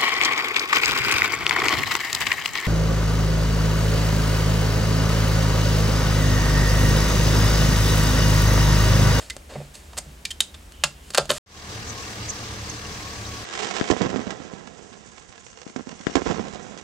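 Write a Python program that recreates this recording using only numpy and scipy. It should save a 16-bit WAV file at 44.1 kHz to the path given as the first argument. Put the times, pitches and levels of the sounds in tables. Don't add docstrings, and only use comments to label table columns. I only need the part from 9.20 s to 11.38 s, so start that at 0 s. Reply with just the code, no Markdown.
import sys
import numpy as np
from scipy import signal
from scipy.fft import rfft, irfft, next_fast_len
from scipy.io import wavfile
from scipy.ndimage import uniform_filter1d

SR = 44100
rng = np.random.default_rng(int(sys.argv[2]) if len(sys.argv) > 2 else 0)


def pcm_store(signal):
    levels = np.round(np.clip(np.atleast_2d(signal), -1, 1) * 32767)
    wavfile.write(sys.argv[1], SR, levels.astype(np.int16).T)


N = 96270
CONTACT_SIZE = 8192

SNAP_BANDS_HZ = [400, 650, 1400, 3600, 8000]
# low ring in Hz, its dB, high ring in Hz, its dB.
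FILM_SNAPS = [ (0.0989, 0.0079, -33, -24, -3, 3.5, 2, 2055, 19.6, 3680, 4.3),
              (0.1654, 0.0014, 2.5, 0.5, -7.5, -10, -5.5, 560, 4.6, 7300, 2.8),
              (0.552, 0.0042, -18, -6.5, -23, -9.5, -11, 4200, 4.9, 6940, 3),
              (0.7308, 0.0051, -31, -3.5, -10.5, -15, -21, 950, 9.9, 1100, 9.5),
              (0.769, 0.0064, -9, -5, -4, -8, -7, 830, 4.3, 1120, 4.6),
              (0.7758, 0.013, 3.5, 6.5, 1, 2.5, 10, 2075, 9.4, 8300, 2.5),
              (1.0518, .005, -13, -14, -9, 9.5, 5, 1830, 15.8, 2336, 18.2),
              (1.1046, 0.012, -17, -16, -13.5, -1, 2.5, 1900, 18.4, 3125, 19),
              (1.2039, 0.0014, -15, -6, 0, 17, -22, 3090, 9.8, 3820, 14),
              (1.2045, 0.0034, 1, 2.5, 5.5, 9, 18, 3170, 7.7, 3790, 7),
              (1.341, 0.011, -31, -12, -10, -10, -13, 3000, 2, 3540, 13),
              (1.5210, 0.00075, -17, -31, -15, -18, -15, 4170, 5.9, 8200, 2.8),
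              (1.6368, 0.0034, 2.5, 17, 20, 18.5, 16, 2733, 6.7, 7160, 4.8),
              (1.6420, 0.006, -7.5, 6, 7.5, 10, 6.5, 1140, 4, 2860, 3.4),
              (1.9039, 0.0029, 0.5, -8.5, -6, -7, -3.5, 1570, 3.5, 4730, 7.3),
              (1.936, 0.0059, -6, -5, -8, -4, -6, 1500, 2.7, 4500, 3),
              (1.946, 0.0066, 8, 11, 14.5, 10.5, 11, 1480, 8.1, 4530, 4.9),
              (1.9749, 0.003, -17, 19.5, 14.5, 11.5, 13.5, 1280, 2.4, 4430, 8.6),
              (2.055, 0.0018, -12, 0, -19, -13, -10, 4430, 2, 6800, 6.6),
              (2.0928, 0.0097, 14.5, 9, 10, 6.5, 3.5, 1660, 4.9, 3120, 2),
              (2.1020, 0.0034, 4, 24.5, 11, 13.5, 5.5, 1300, 15.6, 3080, 8.9),
              (2.112, .0006, -2, -8, 9, -11, 7, 9050, 9.2, 12800, 16),
              (2.116, 0.002, 16, 9, 0, 7, -4, 1260, 3.5, 1620, 3.8)]
SNAP_ATTACK_S, SNAP_RELEASE_S, TEAR_SPREAD_DB = 0.00066, 0.0015, 2.5

# centre in Hz, width in Hz, height in dB.
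BODY_RESONANCES = [(609, 74, 5.5), (1230, 53, 3.5), (1606, 130, 4), (2187, 294, -3), (2784, 75, 7),
                   (3154, 40, 2), (3515, 220, 1), (3715, 180, 2), (4300, 125, 4), (4530, 130, 3),
                   (5114, 99, 4), (5640, 220, -6), (7030, 69, 2.5), (7740, 130, 3.5), (8530, 330, -1),
                   (9640, 640, -2)]
# frequency in Hz, gain in dB.
TREBLE_LOSS = [(8000, -2), (10000, -7), (12000, -16.5), (15500, -28)]

# start in seconds, level in dB, treble lift or cut in dB.
PAD_KNOCKS = [(1.9814, 4.5, -3), (1.9836, -9.5, 3), (2.1048, -2, -4.5)]
# frequency in Hz, level in dB.
KNOCK_COLOUR = [(90, -9), (170, -2), (300, 10.5), (420, 24), (640, 25.5), (900, 20), (1350, 22.5),
                (2000, 11.5), (3500, 18.5), (8000, 12)]
KNOCK_LENGTH_S, KNOCK_RELEASE_S = 0.0012, 0.0013
KNOCK_BRIGHT_HZ = 3000
# mode in Hz, level in dB, t60 in seconds.
PAD_MODES = [(427, -39, 0.097), (500, -38, 0.047), (578, -26.5, 0.11), (632, -31.5, 0.18),
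             (750, -39.5, 0.088), (900, -40, 0.17), (1270, -29.5, 0.098), (1590, -34, .13)]

# start in seconds, level in dB.
HAND_THUDS = [(0.3549, 1), (.371, -28), (.386, -14.5), (0.402, -7.5), (0.413, -7.5), (.860, -19.5)]
# frequency in Hz, level in dB.
THUD_COLOUR = [(60, 3), (140, 13), (300, 6), (550, 15), (800, 7.5), (1400, -11), (2200, -2.5), (4000, -38),
               (8000, -48)]
THUD_LENGTH_S, THUD_RELEASE_S = 0.0031, 0.0044
# start in seconds, level in dB.
TABLE_BUMPS = [(0.357, -0.5), (.371, -3.5), (0.411, -12.5), (.860, -9.5), (1.64, -3.5), (1.985, -0.5),
               (2.103, -4)]
# mode in Hz, level in dB, t60 in seconds.
TABLE_MODES = [(142.3, -36, 0.36), (167.4, -30.5, 0.15), (207.3, -35.5, .2)]

# start in seconds, length in seconds, level in dB, tilt in dB per octave
# (reached well above 500 Hz).
FILM_SLIDES = [(-.02, 0.056, -44, 0), (0.29, 0.055, -42.5, -5), (0.368, .08, -53.5, -1.5),
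               (0.536, 0.013, -45, 2), (0.565, 0.35, -58.5, -2), (1.827, 0.15, -56.5, 3),
               (2.112, .09, -36.5, 1)]
# frequency in Hz, level in dB.
SLIDE_COLOUR = [(100, -14), (300, 3.5), (620, 2), (1200, -0.5), (2000, 3), (3000, 0.5), (5500, 1.5),
                (8000, 2.5)]
SLIDE_ATTACK_S, SLIDE_RELEASE_S, SLIDE_GRAIN_DB = 0.0086, 0.045, 1.4
# start in seconds, length in seconds, level in dB.
FILM_SQUEAKS = [(1.515, 0.16, -58), (1.75, 0.26, -61.5)]
SQUEAK_HZ, SQUEAK_WIDTH_HZ = 3000, 730

REFLECTION_S, REFLECTION_DB = 0.00161, -15
# frequency in Hz, early level in dB, late level in dB,
# late t60 in seconds.
ROOM_ECHOES = [(149, -6.5, -18, 0.13), (600, -7.5, -11.5, 0.14), (1500, -9, -15.5, 0.2),
               (3550, -12.5, -17.5, 0.24), (7440, -15, -11.5, 0.18), (14000, -27, -34, 0.15)]
EARLY_T60_S, EARLY_DELAY_S, LATE_DELAY_S = 0.066, 0.003, 0.012

# frequency in Hz, density in dB per Hz.
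ROOM_TONE_COLOUR = [(20, -24), (30, -27), (39, -2.5), (50, -1.5), (75, 0), (105, -18), (160, -15.5),
                    (300, -18.5), (600, -24.5), (1200, -29), (2200, -30), (3000, -30.5), (4500, -33.5),
                    (8000, -33), (11000, -38), (15500, -43)]
ROOM_TONE_DB = -45.5
# frequency in Hz, width of the work in dB, width of the room tone in dB,
# left minus right in dB.
MICROPHONES = [(50, -48, -46, -4), (180, -38, -15.5, -1), (610, -25, -1.5, 0.3), (1390, -22, 1, -1.1),
               (4570, -16.5, -6, -1.7), (7960, -18.5, -12, -1), (12900, -28, -47, -.4)]
CUTOFF_HZ = 16000


def snaps(ring_q=24.0, low_cut_hz=170):
    out, hz = np.zeros(N), bins(CONTACT_SIZE)
    low_cut_db = -10 * np.log10(1 + (low_cut_hz / (hz + 1)) ** 2)
    for start_s, length_s, *bands_db, low_hz, low_db, high_hz, high_db in FILM_SNAPS:
        colour_db = at_hz(list(zip(SNAP_BANDS_HZ, bands_db)), hz) + body_db(hz) + low_cut_db
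        low_ring_db = bell_db(hz, low_hz, low_hz / ring_q, low_db)
        high_ring_db = bell_db(hz, high_hz, high_hz / ring_q, high_db)
        colour_db = colour_db + np.maximum(low_ring_db, high_ring_db)
        add(out, start_s, contact(length_s, SNAP_ATTACK_S, SNAP_RELEASE_S, colour_db))
    return out


def knocks(attack_s=0.00011):
    out, hz = np.zeros(N), bins(CONTACT_SIZE)
    for start_s, level_db, treble_db in PAD_KNOCKS:
        treble_shelf_db = treble_db * hz / (hz + KNOCK_BRIGHT_HZ)
        colour_db = at_hz(KNOCK_COLOUR, hz) + body_db(hz) + treble_shelf_db
        hit = contact(KNOCK_LENGTH_S, attack_s, KNOCK_RELEASE_S, colour_db)
        add(out, start_s, from_db(level_db) * hit)
        add(out, start_s, from_db(level_db) * ring(PAD_MODES))
    return out


def thuds(attack_s=0.00031):
    out, hz = np.zeros(N), bins(CONTACT_SIZE)
    for start_s, level_db in HAND_THUDS:
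        colour_db = level_db + at_hz(THUD_COLOUR, hz) + at_hz(TREBLE_LOSS, hz)
        add(out, start_s, contact(THUD_LENGTH_S, attack_s, THUD_RELEASE_S, colour_db))
    for start_s, level_db in TABLE_BUMPS:
        add(out, start_s, from_db(level_db) * ring(TABLE_MODES))
    return out


def slides():
    out, hz = np.zeros(N), bins(N)
    for start_s, length_s, level_db, tilt_db in FILM_SLIDES:
        colour_db = at_hz(SLIDE_COLOUR, hz) + body_db(hz) + tilt_db * np.log2(1 + hz / 500)
        rub = irfft(rfft(grains(N, SLIDE_GRAIN_DB)) * from_db(colour_db), N)
        out += from_db(level_db) * stroke(start_s, length_s) * rub / rub.std()
    return out


def squeaks():
    resonance = peak(bins(N), SQUEAK_HZ, SQUEAK_WIDTH_HZ)
    sing = irfft(rfft(grains(N, SLIDE_GRAIN_DB)) * resonance, N)
    pressure = sum(from_db(level_db) * stroke(start_s, length_s) for start_s, length_s, level_db in FILM_SQUEAKS)
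    return sing / sing.std() * pressure


def contact(length_s, attack_s, release_s, colour_db):
    t = np.arange(CONTACT_SIZE) / SR
    attack = 1 - np.exp(-t / attack_s)
    release = np.exp(-np.maximum(t - length_s, 0) / release_s)
    spectrum = rfft(grains(CONTACT_SIZE, TEAR_SPREAD_DB) * attack * release)
    power = uniform_filter1d(np.abs(spectrum) ** 2, size=36)
    evening_db = -10 * np.log10(power + 1e-12)
    return irfft(spectrum * causal(colour_db + evening_db))


def grains(size, spread_db):
    unevenness = np.minimum(rng.exponential(1, size), 4)
    return rng.standard_normal(size) * from_db(spread_db * unevenness)


def ring(modes):
    t = np.arange(SR // 2) / SR
    out = np.zeros(len(t))
    for k, (hz, level_db, t60_s) in enumerate(modes):
        out += (-1) ** k * from_db(level_db - 60 * t / t60_s) * np.sin(2 * np.pi * hz * t)
    return out


def stroke(start_s, length_s):
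    t = np.arange(N) / SR - start_s
    return np.clip(t / SLIDE_ATTACK_S, 0, 1) * np.exp(-np.maximum(t - length_s, 0) / SLIDE_RELEASE_S)


def body_db(hz):
    return sum(bell_db(hz, *resonance) for resonance in BODY_RESONANCES) + at_hz(TREBLE_LOSS, hz)


def echoes():
    t, out = np.arange(SR // 2) / SR, 0
    edges, white = np.geomspace(80, 17000, 12), rng.standard_normal((2, SR // 2))
    for k, (low, high) in enumerate(zip(edges, edges[1:])):
        hz = np.sqrt(low * high)
        share = np.sqrt(2 * (high - low) / SR)
        band = signal.butter(2, [low, high], "band", fs=SR, output="sos")
        early = (EARLY_DELAY_S, EARLY_T60_S, at_hz(ROOM_ECHOES, hz, axis=1))
        late = (LATE_DELAY_S, at_hz(ROOM_ECHOES, hz, axis=3), at_hz(ROOM_ECHOES, hz, axis=2))
        for delay_s, t60_s, level_db in (early, late):
            white = white[:, ::-1]
            decay = (t > delay_s) * from_db(-60 * t / t60_s)
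            tail = signal.sosfilt(band, white[k % 2] * decay)
            out = out + from_db(level_db) * share * tail / np.linalg.norm(tail)
    return out


def room_tone():
    hz = bins(N)
    spectra = rfft(rng.standard_normal((2, N))) * from_db(at_hz(ROOM_TONE_COLOUR, hz))
    mid = irfft(spectra[0], N)
    side = irfft(spectra[1] * from_db(at_hz(MICROPHONES, hz, axis=2)), N)
    return from_db(ROOM_TONE_DB) * np.array([mid + side, mid - side]) / mid.std()


def from_db(db):
    return 10 ** (np.asarray(db) / 20)


def at_hz(points, hz, axis=1):
    points = np.array(points)
    return np.interp(np.log(hz + 1), np.log(points[:, 0]), points[:, axis])


def bins(size):
    return np.arange(size // 2 + 1) * SR / size


def peak(hz, centre_hz, width_hz):
    return 1 / (1 + (2 * (hz - centre_hz) / width_hz) ** 2)


def bell_db(hz, centre_hz, width_hz, db):
    return np.sign(db) * 10 * np.log10(1 + (from_db(abs(db)) ** 2 - 1) * peak(hz, centre_hz, width_hz))


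def causal(db):
    cepstrum = irfft(np.log(from_db(db)))
    half = len(cepstrum) // 2
    cepstrum[1:half] *= 2
    cepstrum[half + 1:] = 0
    return np.exp(rfft(cepstrum))


def add(out, start_s, sound):
    i = int(np.clip(start_s * SR, 0, N - 1))
    out[i:i + len(sound)] += sound[:N - i]


def scene(bounce_s=0.00053, room_width_db=11):
    work = snaps() + knocks() + thuds() + slides() + squeaks()
    size = next_fast_len(N + SR)
    hz, direct = bins(size), rfft(work, size)
    reflection = from_db(REFLECTION_DB) * np.exp(-2j * np.pi * hz * REFLECTION_S)
    mid = direct * (1 + reflection + rfft(echoes(), size))
    bounce = np.exp(-2j * np.pi * hz * bounce_s)
    wide_room = from_db(room_width_db) * rfft(echoes(), size)
    side = direct * from_db(at_hz(MICROPHONES, hz)) * (bounce + wide_room)
    pan = from_db(at_hz(MICROPHONES, hz, axis=3) / 2)
    return irfft([(mid + side) * pan, (mid - side) / pan], size)[:, :N] + room_tone()


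def record(dry):
    rounded = 0.95 * np.tanh(dry / 0.95)
    low_pass = signal.ellip(10, 0.1, 70, CUTOFF_HZ, fs=SR, output="sos")
    return signal.sosfilt(low_pass, rounded)


dry = scene()
out = record(dry)
pcm_store(out)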